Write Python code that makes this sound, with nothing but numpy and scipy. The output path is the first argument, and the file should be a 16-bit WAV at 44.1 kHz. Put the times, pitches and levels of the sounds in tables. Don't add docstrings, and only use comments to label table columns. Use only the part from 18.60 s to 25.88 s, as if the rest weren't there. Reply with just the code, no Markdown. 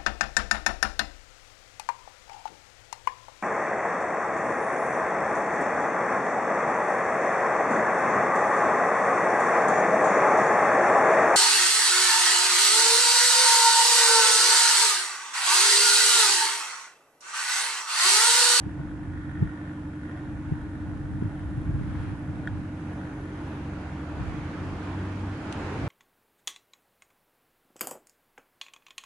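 import sys
import numpy as np
from scipy import signal
from scipy.fft import rfft, irfft
from scipy.io import wavfile
from scipy.ndimage import uniform_filter1d

SR = 44100
rng = np.random.default_rng(int(sys.argv[2]) if len(sys.argv) > 2 else 0)


def unload_audio(sound):
    columns = np.transpose(np.atleast_2d(sound))
    steps = np.round(np.clip(columns, -1, 1) * 32767)
    wavfile.write(sys.argv[1], SR, steps.astype(np.int16))


N = 321029
T = np.arange(N) / SR
PAN_S, PAN_HALF_S = 4.7, 1.54


def amp(db):
    return 10 ** (np.asarray(db) / 20)


def unit_rms(x):
    return x / np.sqrt(np.mean(x ** 2) + 1e-20)


def at_hz(points, hz):
    f, value = np.transpose(points)
    return np.interp(np.log(hz + 1), np.log(f + 1), value)


def automation(points):
    return np.interp(T, *np.transpose(points))


def swell(s, half_s):
    return np.exp(-((T - s) / half_s) ** 2)


def fade_in(s, half_s):
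    return .5 + .5 * np.tanh((T - s) / half_s)


def gate(start, end, ramp_s):
    return fade_in(start, ramp_s) * (1 - fade_in(end, ramp_s))


def drift(rate_hz):
    hz = np.fft.rfftfreq(N, 1 / SR)
    return unit_rms(irfft(rfft(rng.standard_normal(N)) * np.exp(-(hz / rate_hz) ** 2), N))


def ring(blows, modes, rise_s=0.001):
    t = np.arange(SR // 10) / SR
    response = sum(amp(db - 60 * t / t60) * np.sin(2 * np.pi * hz * t) for hz, db, t60 in modes)
    attack = 1 - np.exp(-t / rise_s)
    return signal.oaconvolve(blows, (response * attack)[None], axes=1)[:, :N]


# f/Hz, left-right coherence/0-1
AIR_IMAGE = [(40, 0.86), (75, 1), (130, 1), (340, 0.95), (470, 0.91), (750, 0.77), (1150, 0.61),
             (2400, 0.26), (5000, 0), (10600, 0.14)]
def noise(spectrum, tilt=None, patchy_db=0, image=AIR_IMAGE, lag_s=0):
    size, hop = 2048, 512
    frames, hz = N // hop + 5, np.fft.rfftfreq(size, 1 / SR)
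    a, b, c, d, patches = rng.standard_normal((5, frames, len(hz)))
    patches = unit_rms(uniform_filter1d(uniform_filter1d(patches, size=9, axis=0), size=16, axis=1))
    coherence = at_hz(image, hz)
    left = a + 1j * b
    right = coherence * left + np.sqrt(1 - coherence ** 2) * (c + 1j * d)
    right *= np.exp(-2j * np.pi * hz * lag_s)
    eq_db = at_hz(spectrum, hz) + patchy_db * patches
    if tilt is not None:
        slope = np.interp(np.arange(frames) * hop / SR, T, tilt)
        eq_db += slope[:, None] * np.log2(np.maximum(hz, 300) / 700)
    spectra = (np.array([left, right]) * amp(eq_db)).transpose(0, 2, 1)
    return unit_rms(signal.istft(spectra, nperseg=size, noverlap=size - hop)[1][:, :N])


# f/Hz, relative level/dB
HISS_EQ = [(1500, -7), (3000, -4), (6400, 5.5), (8500, 4), (11000, -0.5)]
def hiss(level_db=-71):
    return amp(level_db) * noise(HISS_EQ)


# f/Hz, relative level/dB
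WHIRR_EQ = [(4000, -30), (5700, -14), (6400, 9), (7000, -13), (8500, -23), (10200, -3), (11000, -12)]
# t/s, half-length/s, level/dB
SQUEAK_CUES = [(4.607, .04, -75), (4.91, 0.097, -75)]
# f/Hz, relative level/dB
SQUEAK_EQ = [(10400, -40), (10900, 4), (11300, -30)]
def lens_whirr(start_s=4.17, start_db=-74, fade_db_per_s=2):
    level = fade_in(start_s, 0.02) * amp(start_db - fade_db_per_s * (T - start_s))
    squeaks = sum(amp(db) * swell(s, half) for s, half, db in SQUEAK_CUES)
    return level * noise(WHIRR_EQ, patchy_db=1.5) + squeaks * noise(SQUEAK_EQ)


# f/Hz, relative level/dB
CLOTH_EQ = [(400, -12), (900, 1), (1350, 5), (2200, -4), (4000, -15.5), (11000, -34)]
def sleeve(peak_s=3.435, level_db=-50, rise_s=0.31, fall_s=0.13):
    return amp(level_db) * swell(peak_s, np.where(T < peak_s, rise_s, fall_s)) * noise(CLOTH_EQ)


# start/s, end/s, body level/dB, top level/dB
DRIVE_RUNS = [(0.524, 1.123, -53, -86), (1.444, 1.61, -53, -81), (1.85, 2.296, -58, -84),
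              (2.597, 3.048, -59, -77.5), (3.1, 3.7, -60.5, -78), (4.302, 4.85, -57.5, -81)]
# f/Hz, relative level/dB, t60/s
SHELL_MODES = [(1481, 9, 0.027), (1560, 5, 0.018), (1658, 10.5, 0.017), (1750, 0.5, 0.028),
               (3273, -10, 0.035), (3710, -13, 0.028)]
# f/Hz, relative level/dB, t60/s
TOP_MODES = [(9680, 0, 0.0098), (10100, 0, 0.0085), (11200, -9, 0.0043)]
# f/Hz, relative level/dB, t60/s
RATTLE_MODES = [(1800, -0.5, 0.027), (3405, -17, 0.023)]
def lens_drive(step_hz=50, uneven_db=4, jitter_s=.0009, idle_body_db=-54.5, idle_top_db=-81.5):
    power = amp([[idle_body_db], [idle_top_db]]) ** 2
    for start, end, body_db, top_db in DRIVE_RUNS:
        power = power + amp([[body_db], [top_db]]) ** 2 * gate(start, end, ramp_s=0.02)
    body_level, top_level = np.sqrt(power)
    beats = np.arange(.014, N / SR - .02, 1 / step_hz)
    force, *jitter = np.clip(rng.standard_normal((len(beats), 3)), -2, 1.3).T
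    step_samples = np.round((beats + jitter_s * np.array(jitter)) * SR).astype(int)
    steps = np.zeros((2, N))
    np.put_along_axis(steps, step_samples, amp(uneven_db * force), 1)
    steps = unit_rms(steps + 0.14 * steps[::-1])
    scrape = rng.standard_normal((2, N))
    drive = steps + amp(1.5) * scrape
    body = body_level * unit_rms(ring(drive, SHELL_MODES))
    effort = body_level / body_level.max()
    rattle = amp(-56.5) * effort ** 4.2 * unit_rms(ring(drive, RATTLE_MODES))
    top = top_level * unit_rms(ring(steps + amp(-1) * scrape, TOP_MODES))
    return body + rattle + top


# f/Hz, relative level/dB
SCRATCH_EQ = [(1000, -12), (2500, 4), (4400, -3), (5500, -11), (6250, -4), (6900, -14), (8300, -4.5),
              (11000, -28)]
# f/Hz, level/dB, t60/s
FLICK_MODES = [(2400, -45, 0.018), (3900, -48, .02), (4450, -44, .011)]
def case_clicks(click_s=3.8733, click_db=-21, snap_db=-44, flick_s=6.9256, flick_db=-29):
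    slip_times = click_s + .00057 * np.arange(3)
    slips = np.zeros((2, N))
    slips[:, np.round(slip_times * SR).astype(int)] = [.6, 1, .8]
    click = ring(slips, SHELL_MODES)
    snap = amp(snap_db) * (T > click_s) * np.exp(-abs(T - click_s) / 0.0019)
    age = np.maximum(T - flick_s, 0)
    scratch = amp(flick_db) * (age > 0) * (np.exp(-age / 0.0012) + .12 * np.exp(-age / 0.01))
    ping = sum(amp(db - 60 * age / t60) * np.sin(2 * np.pi * hz * age) for hz, db, t60 in FLICK_MODES)
    return amp(click_db) * click / abs(click).max() + (snap + scratch) * noise(SCRATCH_EQ) + ping


# f/Hz, relative level/dB
GRIP_EQ = [(20, -32), (50, -2.5), (90, -1), (150, -6.5), (220, -15), (330, -28), (450, -30.5), (650, -47),
           (1500, -66)]
# f/Hz, left-right coherence/0-1
CASE_IMAGE = [(40, 0.79), (90, 0.82), (150, 0.74), (230, .35), (500, .3)]
# start/s, end/s, level/dB
GRIP_SHIFTS = [(0.032, 0.954, -42.5), (1.647, 2.252, -40.5), (2.267, 2.695, -36), (2.858, 3.526, -32),
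               (3.676, 4.02, -38), (5.562, 5.78, -35.5), (6, 6.12, -38)]
# t/s, level/dB, half-length/s
BUMP_CUES = [(0.068, -25.5, .005), (.2, -25, 0.0066), (0.488, -31, .015), (0.828, -13.5, 0.0063),
             (1.923, -16, 0.0064), (2.625, -22.5, 0.0038), (2.659, -24, 0.0077), (2.98, -21, 0.0083),
             (3.095, -23, 0.0078), (3.153, -23.5, .01), (3.213, -21.5, 0.0054), (3.483, -26.5, 0.016),
             (3.699, -27, .008), (3.942, -26, 0.013), (5.613, -26.5, 0.0089), (7.243, -25, 0.0069)]
def hand(rest_db=-61, slip_db=-15.5, rock_hz=149, knock_hz=350, knock_s=0.0022, lag_s=0.00093):
    t = T - np.array([[-.5], [.5]]) * lag_s
    shifting = sum(amp(db) ** 2 * gate(start, end, ramp_s=0.049) for start, end, db in GRIP_SHIFTS)
    slipping = sum((amp(db + slip_db) * swell(s, half_s=.045)) ** 2 for s, db, _ in BUMP_CUES)
    grip_level = np.sqrt(amp(rest_db) ** 2 + shifting + slipping)
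    out = grip_level * noise(GRIP_EQ, patchy_db=1.5, image=CASE_IMAGE, lag_s=.0009)
    for s, db, half_s in BUMP_CUES:
        near = abs(T - s) < 4 * half_s
        age = t[:, near] - s
        hardness = 0.0061 / half_s
        hz = rock_hz * hardness ** 0.45
        rock = np.exp(-(age / half_s) ** 2) * np.sin(2 * np.pi * hz * age)
        knock = np.exp(-(age / knock_s) ** 2) * np.sin(2 * np.pi * knock_hz * age)
        out[:, near] += amp(db) * (rock + amp(-8) * hardness ** 2 * knock)
    return out


# multiple of the turning rate, level/dB
HUM_PARTIALS = [(4, -58), (6, -52.5), (8, -44.5), (10, -52.5), (12, -45.5), (14, -53), (16, -49.5),
                (21, -57), (22, -56.5), (23, -52.5), (24, -53), (28, -51)]
def machine_hum(turn_hz=11.573, whine_multiple=26, whine_db=-40.5, turned_away_db=-3):
    angle = 2 * np.pi * (turn_hz * T + 0.0011 * drift(0.79))
    tones = sum(amp(db + 0.39 * drift(1.9)) * np.cos(round(k) * angle + rng.uniform(0, 2 * np.pi))
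                for k, db in HUM_PARTIALS)
    throb = 1 + 0.56 * np.cos(angle + 1.1)
    level = amp(whine_db + turned_away_db * fade_in(PAN_S, PAN_HALF_S))
    whine = level * throb * np.cos(whine_multiple * angle + np.array([[-.11], [.11]]))
    return np.sqrt(2) * (tones + whine) * amp([[-.4], [.4]])


# t/s, f/Hz
ENGINE_REVS = [(4.9, 68.27), (5.3, 72.3), (5.65, 78.5), (6.2, 93.7), (6.4, 95.2), (6.65, 96.6), (7, 102.5),
               (7.28, 110.8)]
# f/Hz, half-width/Hz, level over the direct tone/dB
TUNNEL_MODES = [(74.4, 2.8, 4.5), (96.4, 2.25, 9.5), (111.2, 3.47, 11)]
def engine(firing_db=-47, octave_db=-47.5):
    hz = automation(ENGINE_REVS)
    angle = 2 * np.pi * np.cumsum(hz * (1 + 0.0028 * drift(5.6))) / SR
    boom = 1 + sum(amp(db) * np.exp(-((hz - mode_hz) / width) ** 2)
                   for mode_hz, width, db in TUNNEL_MODES)
    tones = amp(firing_db) * boom * np.sin(angle) + amp(octave_db) * np.sin(2 * angle)
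    return np.sqrt(2) * tones * amp(0.74 * drift(7)) * fade_in(ENGINE_REVS[0][0], .2)


# f/Hz, relative level/dB
RUMBLE_EQ = [(12, -36), (25, -21), (42, -4), (54, -12.5), (70, 4.5), (110, -5.5), (170, -2.5), (230, -4),
             (290, -6.5), (350, -12), (450, -29), (800, -52.5)]
# t/s, level/dB
RUMBLE_RIDE = [(0, -43), (1.3, -42.5), (4.2, -39.5), (5.1, -41.5), (5.9, -39), (7.28, -38)]
# t/s, half-length/s, drone level/dB, tyre level/dB
CAR_PASSES = [(4.8, .36, -46, -57), (6.248, 0.57, -47, -46.5), (7.21, 0.34, -44, -43.5)]
# f/Hz, relative level/dB
DRONE_EQ = [(180, -42), (240, 3), (300, -13.5), (350, 5.5), (385, 1), (430, -2.5), (520, -13), (900, -49)]
# f/Hz, relative level/dB
TYRE_EQ = [(100, -20.5), (250, 2), (370, 1), (470, 1), (650, 0.5), (900, 1.5), (1250, -2.5), (1500, -3),
           (1850, -7), (2400, -9), (3300, -16.5), (4600, -22), (7000, -27.5), (11000, -42)]
def traffic(wall_db=-49, mouth_boost_db=8, wall_tilt=-1.41, mouth_lift=1.64, treble_late_s=0.82):
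    rumble = amp(automation(RUMBLE_RIDE)) * noise(RUMBLE_EQ, patchy_db=0.5)
    drone = sum(amp(db) * swell(s, half) for s, half, db, _ in CAR_PASSES) * noise(DRONE_EQ)
    near = sum(amp(db) * swell(s, half) for s, half, _, db in CAR_PASSES)
    far = amp(wall_db + mouth_boost_db * fade_in(PAN_S, PAN_HALF_S))
    tilt = wall_tilt + mouth_lift * fade_in(PAN_S + treble_late_s, PAN_HALF_S)
    roar = np.hypot(far, near) * amp(0.84 * drift(2.4)) * noise(TYRE_EQ, tilt, patchy_db=1.07)
    return (rumble + drone) * amp([[-.3], [.3]]) + roar * amp([[-.8], [.8]])


def scene():
    tunnel = traffic() + engine() + machine_hum()
    return tunnel + hand() + sleeve() + lens_drive() + lens_whirr() + case_clicks() + hiss()


def record(dry, low_cut_hz=24, high_cut_hz=11080):
    thinned = signal.sosfilt(signal.butter(2, low_cut_hz, "highpass", fs=SR, output="sos"), dry)
    high_cut = signal.firwin(1023, high_cut_hz, window=("kaiser", 9), fs=SR)
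    return signal.oaconvolve(thinned, high_cut[None], "same")


dry = scene()
out = record(dry)
unload_audio(out)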